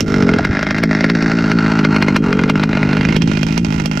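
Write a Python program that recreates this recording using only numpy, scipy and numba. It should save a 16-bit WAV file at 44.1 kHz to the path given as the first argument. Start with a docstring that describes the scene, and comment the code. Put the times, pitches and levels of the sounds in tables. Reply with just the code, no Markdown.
"""Open grass, light wind. A model buggy's small two-stroke idles close to the stereo microphone of a
hand-held camera that moves around it. Every turn of the crank puffs through the silencer (the drone),
rattles the metal and makes the intake gulp; only some turns fire, each with a pop. A hard firing is
led by a short rasp and followed by a lull in the rattle. Wind rumbles on the microphone, and buggy
and camera take a few knocks early on."""
import sys
import numpy as np
from scipy import signal
from scipy.fft import rfft, irfft
from scipy.io import wavfile
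from scipy.ndimage import uniform_filter1d
from numba import njit

SR = 44100
rng = np.random.default_rng(int(sys.argv[2]) if len(sys.argv) > 2 else 0)


def to_wav(s):
    """Save 16-bit WAV."""
    ch = np.atleast_2d(s).T  # columns
    pcm = np.round(np.clip(ch, -1, 1) * 32767)  # PCM
    wavfile.write(sys.argv[1], SR, pcm.astype(np.int16))


N = 176400
POP_DELAY_S = .0012  # from the start of a turn to its pop and its tick

# Spectrum of the gas leaving the exhaust. Each row: frequency in Hz, relative level in dB.
GAS_SPECTRUM = [(200,-17.5),(480,-3.5),(750,-13.5),(1100,-8.5),(1500,-5.5),(2300,-4),(3400,-12.5),(5000,-17),(8000,-54)]


def undb(db):
    """Decibels to gain."""
    return 10 ** (np.asarray(db) / 20)


def unit(x):
    """Scale to rms 1."""
    return x / np.sqrt(np.mean(x ** 2))


def curve(table, column=1):
    """One column of a time table, at every sample."""
    rows = np.array(table)
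    return np.interp(np.arange(N) / SR, rows[:, 0], rows[:, column])


def noise():
    """White noise."""
    return rng.standard_normal(N)


def walk(rate_hz):
    """A smooth random wander with spread 1."""
    hold = int(SR / rate_hz)
    steps = np.repeat(rng.standard_normal(N // hold + 1), hold)
    return unit(uniform_filter1d(steps, hold)[:N])


def colour(x, points, normalise=True, size=16384):
    """Causal filter through (Hz, dB) points; normalised, it keeps the power of white noise."""
    rows, half = np.array(points), size // 2
    hz = np.maximum(np.arange(half + 1) * SR / size, 1)
    gain = undb(np.interp(np.log(hz), np.log(rows[:, 0]), rows[:, 1]))
    cepstrum = irfft(np.log(unit(gain) if normalise else gain))
    cepstrum[1:half] *= 2  # folded for minimum phase
    cepstrum[half + 1:] = 0
    response = irfft(np.exp(rfft(cepstrum)))[:half]
    return signal.oaconvolve(x, response)[:N]


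def passband(x, kind, hz, order):
    """Low-pass or high-pass, run forwards and backwards."""
    return signal.sosfiltfilt(signal.butter(order, hz, kind, fs=SR, output="sos"), x)


def resonate(x, hz, width_hz):
    """One resonance, gain 1 at its centre."""
    return signal.lfilter(*signal.iirpeak(hz, hz / width_hz, fs=SR), x)


@njit
def sweep(x, hz, width_hz):
    """A resonance whose centre moves, gain 1 at the centre."""
    out, band_state, low_state = np.empty(len(x)), 0., 0.
    for i in range(len(x)):
        tuning, damping = np.tan(np.pi * hz[i] / SR), width_hz / hz[i]
        band = (band_state + tuning * (x[i] - low_state)) / (1 + tuning * (tuning + damping))
        band_state = 2 * band - band_state
        low_state += 2 * tuning * band
        out[i] = damping * band
    return out


def sine(hz):
    """A sine that follows a changing pitch."""
    return np.sin(2 * np.pi * np.cumsum(hz) / SR)


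def pulses(times, sizes):
    """A click of the given size at each time."""
    at = np.round(times * SR).astype(int)
    inside = (at >= 0) & (at < N)
    return np.bincount(at[inside], sizes[inside], N)


def fade(x, decay_s):
    """Give each click an exponential tail."""
    return signal.lfilter([1], [1, -np.exp(-1 / (decay_s * SR))], x)


def crank(fired, idle_hz=51, slowing_per_turn=.002):
    """Times of all turns, and which ones fire; the crank slows as it coasts between firings."""
    ends, turns = np.append(fired, fired[-1] + 2 / idle_hz), []
    for start, end in zip(ends, ends[1:]):
        count = max(1, round((end - start) * idle_hz))
        periods = 1 + slowing_per_turn * np.arange(count)
        turns.extend(start + (end - start) * (np.cumsum(periods) - periods) / periods.sum())
    return np.array(turns), np.isin(turns, fired)


def wind():
    """Low, gusty rumble of air on the microphone."""
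    # Spectrum of the rumble. Each row: frequency in Hz, relative level in dB.
    spectrum = [(15,-11),(35,-9.5),(60,-4),(95,-4),(300,-5.5),(2000,-65)]
    # Strength of the breeze. Each row: time in seconds, level in dB before gusts.
    breeze = [(0,-20.5),(1.1,-28.5),(3,-20.5),(4,-26)]
    return colour(noise(), spectrum) * undb(curve(breeze) + walk(3.6))


def casing(x, move_start_s=1.28, move_end_s=1.62):
    """Adds the ring of pipe and casing, heard first from behind and then from the side."""
    # Their modes. Each row: frequency in Hz, width in Hz, gain in dB from behind, and from the side.
    modes = [(626,116,9.5,3.5),(903,130,-10,5),(1220,34,-5,-8.5),(1424,74,3,7),(1647,35,-4.5,-15),(2107,57,9.5,5.5),(2438,36,-4,5.5),(2752,61,-4,1.5),(3220,12,7,8),(5370,200,2,-23.5),(7820,22,-6,5.5)]
    moved = curve([(move_start_s, 0), (move_end_s, 1)])
    return x + sum(undb(rear + (side - rear) * moved) * resonate(x, hz, width_hz)
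                   for hz, width_hz, rear, side in modes)


def buzz(turns, decay_s=.0078, scatter_db=1.5):
    """The metal clatters through the same short pattern on every turn, giving the rattle its pitch."""
    age = np.arange(SR // 40) / SR
    pattern = rng.standard_normal(len(age)) * np.exp(-age / decay_s)
    strikes = pulses(turns + POP_DELAY_S, undb(scatter_db * rng.standard_normal(len(turns))))
    return undb(2.5) * unit(signal.fftconvolve(strikes, pattern)[:N])


def clatter(turns, fired, hardness, scatter_db=3, slap_s=.0036, lull_s=.073):
    """A tick and slap each turn over a grainy rattle of clutch and gears; it lulls after hard firings."""
    # Spectrum of the metal. Each row: frequency in Hz, relative level in dB.
    metal = [(300,-5.5),(600,3.5),(1070,3.5),(2600,7.5),(4700,-1),(6500,-8),(10500,-35),(13000,-28.5),(16000,-50)]
    # Strength of the rattle. Each row: time in seconds, relative dB of mids, upper mids and treble.
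    levels = [(0,-31,-34.5,-38),(.3,-22,-35,-33),(.61,-25,-30,-34.5),(1.04,-22.5,-29,-30.5),(1.5,-23.5,-35,-30),(1.84,-20,-29.5,-32.5),(2.04,-21,-28,-35),(2.38,-28,-35,-39),(2.97,-22,-26.5,-33.5),(3.32,-31.5,-29,-33),(3.79,-30.5,-34.5,-37),(4,-31.5,-32.5,-39)]
    ticks = pulses(turns + POP_DELAY_S, undb(scatter_db * rng.standard_normal(len(turns))))
    grain = undb(3.5 * walk(600))
    slaps = undb(-17.5) * fade(ticks, slap_s)
    contacts = noise() * (grain + slaps) + buzz(turns) - undb(26) * ticks
    rattle = casing(colour(contacts, metal))
    mids, all_mids = (passband(rattle, "low", hz, order=4) for hz in (1800, 3500))
    balanced = (unit(mids) * undb(curve(levels, 1) + 1)
                + unit(all_mids - mids) * undb(curve(levels, 2) + 2)
                + unit(rattle - all_mids) * undb(curve(levels, 3) + .5))
    t = np.arange(N) / SR
    last = np.maximum(np.searchsorted(fired, t) - 1, 0)
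    lull = hardness[last] * np.sin(np.pi * np.clip((t - fired[last]) / lull_s, 0, 1))
    return undb(-18.5 * lull) * balanced


def rasp(fired, bark_db, hardness, rise_s=.0057, top_hz=2000, glide_hz_per_s=94000):
    """Gas squeezes out with a rising chirp just before a hard firing."""
    t = np.arange(N) / SR
    sizes = hardness * undb(bark_db - bark_db.max())
    swell = fade(pulses(fired, sizes)[::-1], rise_s)[::-1]  # grows towards each firing
    upcoming = np.minimum(np.searchsorted(fired, t), len(fired) - 1)
    ahead_s = np.clip(fired[upcoming] - t, 0, .02)
    glide = top_hz - np.minimum(glide_hz_per_s * ahead_s, top_hz / 2)
    chirp = unit(sine(glide + 170 * walk(760) + 200 * walk(13)))
    hiss = colour(noise(), GAS_SPECTRUM)
    return swell * (undb(-16.5) * chirp + undb(-7) * hiss)


def pops(fired, crack_db, bark_db, hardness, bark_s=.0033, crack_s=.0011, tail_s=.011):
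    """Each firing is a pressure step and a burst of gas; hard ones start with a shock front."""
    # Spectrum of the crack. Each row: frequency in Hz, relative level in dB.
    crack_spectrum = [(400,6.5),(1500,-13.5),(2700,4),(3600,-0.5),(5600,-1.5),(7000,-11.5),(10000,-31),(13000,-31.5),(16000,-38)]
    at = fired + POP_DELAY_S
    barks, cracks = pulses(at, undb(bark_db)), pulses(at, undb(crack_db - 6.5))
    burst = undb(-3) * fade(barks, bark_s) * noise()
    bark = colour(burst - undb(8) * barks, GAS_SPECTRUM)
    gas = (fade(cracks, crack_s) + undb(-9) * fade(cracks, tail_s)) * noise()
    shock = pulses(at, hardness * undb(crack_db + 12.5))
    return casing(bark + colour(gas - shock, crack_spectrum))


def drone(turns, puff_db, delay_s=.002, end_hz=122.7, glide_s=.0078, decay_s=.0034):
    """A puff at every turn booms in the silencer, falling in pitch."""
    # Pitch at which a puff starts. 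Each row: time in seconds, pitch in Hz.
    start_pitch = [(0,282),(2,274.8),(3.5,230.4)]
    # Response of the silencer. Each row: frequency in Hz, relative gain in dB.
    silencer = [(20,-13.5),(53,7.5),(100,-7),(160,-2),(600,1.5),(3000,-15.5)]
    # Strength of the drone. Each row: time in seconds, relative level in dB.
    levels = [(0,-20.5),(.26,-10.5),(.35,-11),(.39,-21.5),(.43,-17.5),(.68,-21.5),(.82,-15),(1.29,-14.5),(1.98,-12.5),(2.68,-15),(2.95,-13.5),(3.56,-15.5),(3.6,-15),(4,-19.5)]
    age = np.arange(SR // 20) / SR
    swell = (age / decay_s) ** 1.305 * np.exp(-age / decay_s)
    booms = np.zeros(N + SR)
    for start, db in zip(turns + delay_s, puff_db):
        start_hz = np.interp(start, *np.array(start_pitch).T)
        hz = end_hz + (start_hz - end_hz) * np.exp(-(age / glide_s) ** 2)
        i = max(0, int(start * SR))
        booms[i:i + len(age)] -= undb(db) * swell * sine(hz)
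    return unit(colour(booms, silencer)) * undb(curve(levels) - .14)


def intake(turns, gulp_db, delay_s=.00731, pipe_hz=420, chamber_hz=338, width_hz=94.6):
    """Later in each turn the intake gulps, and its pipe and chamber ring."""
    # The ring, strongest when the engine bogs down. Each row: time in seconds, relative level in dB.
    levels = [(0,-37),(.12,-21.5),(.25,-18),(.35,-15.5),(.42,-30.5),(.7,-37.5),(1.1,-28),(2.2,-30),(2.31,-18.5),(2.48,-21.5),(2.6,-32.5),(2.95,-24.5),(3.5,-52)]
    gulps = pulses(turns + delay_s, undb(gulp_db))
    pipe, chamber = (resonate(resonate(gulps, hz, width_hz), hz, width_hz)
                     for hz in (pipe_hz, chamber_hz))
    return unit(pipe + undb(-10) * chamber) * undb(curve(levels) - 2.5)


def viewpoint(x):
    """The engine's colour from where the microphone is: two peaks, a hollow, more or less treble."""
    # Colour on the way round. 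Each row: time in seconds, main resonance in Hz, its gain in dB, fin
    # ring in Hz, its gain in dB, hollow in Hz, its cancelling echo in dB, treble gain in dB.
    path = [(0,1390,5.5,5970,-4,2580,-23,10.5),(.3,1370,2,4730,0,3340,-13,-3.5),(.55,1670,8,4730,-1,2950,-5,-6),(1.05,1770,6.5,4570,0.5,3050,2.5,-7.5),(1.65,1415,4.5,4410,6,3460,-9,-4.5),(2.1,1180,-5.5,4210,7,3420,3,2),(2.4,1320,3,4070,-2.5,3440,-10.5,1.5),(2.85,1330,-12,4030,2,3260,-4,-5),(3.25,2480,-12,5100,-15,3800,-13,1.5),(4,2310,-26,5130,-11,3695,-6,8)]

    def band(source, column, width_hz):
        return undb(curve(path, column + 1)) * sweep(source, curve(path, column), width_hz)

    peaked = x + band(x, 1, width_hz=370.) + band(x, 3, width_hz=102.)
    hollowed = peaked - band(peaked, 5, width_hz=1000.)
    treble = passband(hollowed, "high", hz=6400, order=2)
    return undb(-4) * (hollowed + (undb(curve(path, 7)) - 1) * treble)


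def scatter(x, decay_s=.00026):
    """A brief smear from chassis and ground that differs between the two microphone ports."""
    # Side signal against mid. Each row: frequency in Hz, relative gain in dB.
    side_spectrum = [(30,-18),(80,-21),(200,-26.5),(500,-12),(800,3),(2000,-5.5),(5000,-5),(8000,-1)]
    age = np.arange(SR // 100) / SR
    echoes = rfft(rng.standard_normal(len(age)) * np.exp(-age / decay_s))
    smear = irfft(echoes / np.abs(echoes))[:len(age) // 2]  # keeps only their phase
    return colour(signal.fftconvolve(x, smear)[:N], side_spectrum, normalise=False)


def bump(start_s=.3472, start_hz=760, end_hz=150, glide_s=.0031, decay_s=.0016):
    """A knock on the camera, falling in pitch, shakes its two ports in opposite directions."""
    age = np.maximum(np.arange(N) / SR - start_s, 0)
    hz = end_hz + (start_hz - end_hz) * np.exp(-age / glide_s)
    return undb(-3) * age / decay_s * np.exp(-age / decay_s) * sine(hz)


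def knocks():
    """Short damped knocks of the buggy and the camera."""
    # The knocks. Each row: start in seconds, pitch in Hz, decay in seconds, level in dB.
    hits = [(.394,690,0.0022,-2),(0.5,102,0.0063,-4)]
    out = np.zeros(N)
    for start, hz, decay_s, db in hits:
        age = np.maximum(np.arange(N) / SR - start, 0)
        out += undb(db) * np.exp(-age / decay_s) * np.sin(2 * np.pi * hz * age)
    return out


def scene():
    """The engine close and straight ahead, with a little wind on the microphone ports."""
    # Turns that fire. Each row: start in seconds, relative levels in dB of the crack and the bark.
    firings = [(0.0054, -5.5, -18.5), (0.08, -17, -42), (0.1405, -15, -13.5), (0.2233, -10.5, -16),
               (0.2896, -13, -12), (0.3365, -10.5, -10), (0.385, -10, -11), (0.4492, -8.5, -8.5),
               (0.569, -41, -14), (0.5907, -11.5, -17), (0.628, -9, -10.5), (0.6665, -11, -13),
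               (0.7073, -8, -10), (0.744, -28, -19), (0.7826, -7.5, -13.5), (0.836, -6.5, -8.5),
               (0.9103, -12, -19), (0.949, -12.5, -20), (1.0069, -8, -17), (1.042, -8.5, -8),
               (1.0985, -7.5, -10), (1.1504, -11.5, -15), (1.2242, -9, -14.5), (1.2596, -15.5, -16),
               (1.3158, -10.5, -12.5), (1.386, -12.5, -15.5), (1.44, -22, -14.5), (1.5156, -8, -11.5),
               (1.5859, -13, -14.5), (1.661, -15, -12.5), (1.717, -11.5, -16), (1.7898, -9.5, -7.5),
               (1.8486, -8.5, -4.5), (1.9625, -10.5, -4.5), (2.0237, -9.5, -3.5), (2.082, -10.5, -6.5),
               (2.164, -5, -8.5), (2.239, -35, -36), (2.3272, -12, -7.5), (2.3902, -14.5, -6.5),
               (2.4357, -12, -7.5), (2.4982, -7.5, -6), (2.5549, -14, -15.5), (2.5954, -15, -11),
               (2.6351, -8, -6.5), (2.691, -28, -45), (2.7293, -28, -9), (2.771, -13.5, -7),
               (2.8289, -12.5, -6), (2.8889, -19, -18), (2.9299, -11.5, -8), (2.9682, -11, -10.5),
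               (3.0095, -12.5, -9), (3.05, -9.5, -10), (3.0865, -12, -8), (3.124, -12.5, -12.5),
               (3.1645, -5.5, -10.5), (3.2193, -6.5, -17.5), (3.2742, -12, -18.5), (3.3142, -13.5, -12),
               (3.3714, -11, -11), (3.43, -7.5, -19), (3.466, -15.5, -44), (3.5234, -11.5, -21.5),
               (3.5769, -5.5, -16.5), (3.6462, -10.5, -42), (3.7232, -16, -18.5), (3.7983, -10.5, -13),
               (3.8575, -7, -19.5), (3.9128, -15.5, -20), (3.9725, -13, -14)]
    # Stereo width, closing to mono for a while. Each row: time in seconds, side gain in dB.
    width = [(0,-2.5),(.2,-8),(.7,-47),(2.78,-42),(2.9,-10.5),(3.2,0.5),(4,2.5)]
    fired, crack_db, bark_db = np.array(firings).T
    hardness = 1 / (.5 + np.exp((-7 - crack_db) / 3))  # near 0 for faint cracks, nearly 1 for the loudest
    turns, fires = crank(fired)
    bright = viewpoint(pops(fired, crack_db, bark_db, hardness) + clatter(turns, fired, hardness))
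    puff_spread, gulp_db, jitter = rng.standard_normal((len(turns), 3)).T
    uneven_turns = turns + .00005 * jitter
    puff_db = 1.3 * puff_spread + fires  # a turn that fires puffs 1 dB louder
    breathing = drone(uneven_turns, puff_db) + intake(uneven_turns, gulp_db)
    mid = breathing + bright + rasp(fired, bark_db, hardness) + knocks() + wind()
    side = (scatter(mid) + undb(-13.5) * wind()) * undb(curve(width)) + bump()
    return np.array([mid + side, mid - side])


def record(dry):
    """The camera rounds the highest peaks and cuts the top of the treble."""
    limited = dry / (1 + dry ** 6) ** (1 / 6)
    return passband(limited, "low", hz=15800, order=12)


dry = scene()
out = record(dry)
to_wav(out)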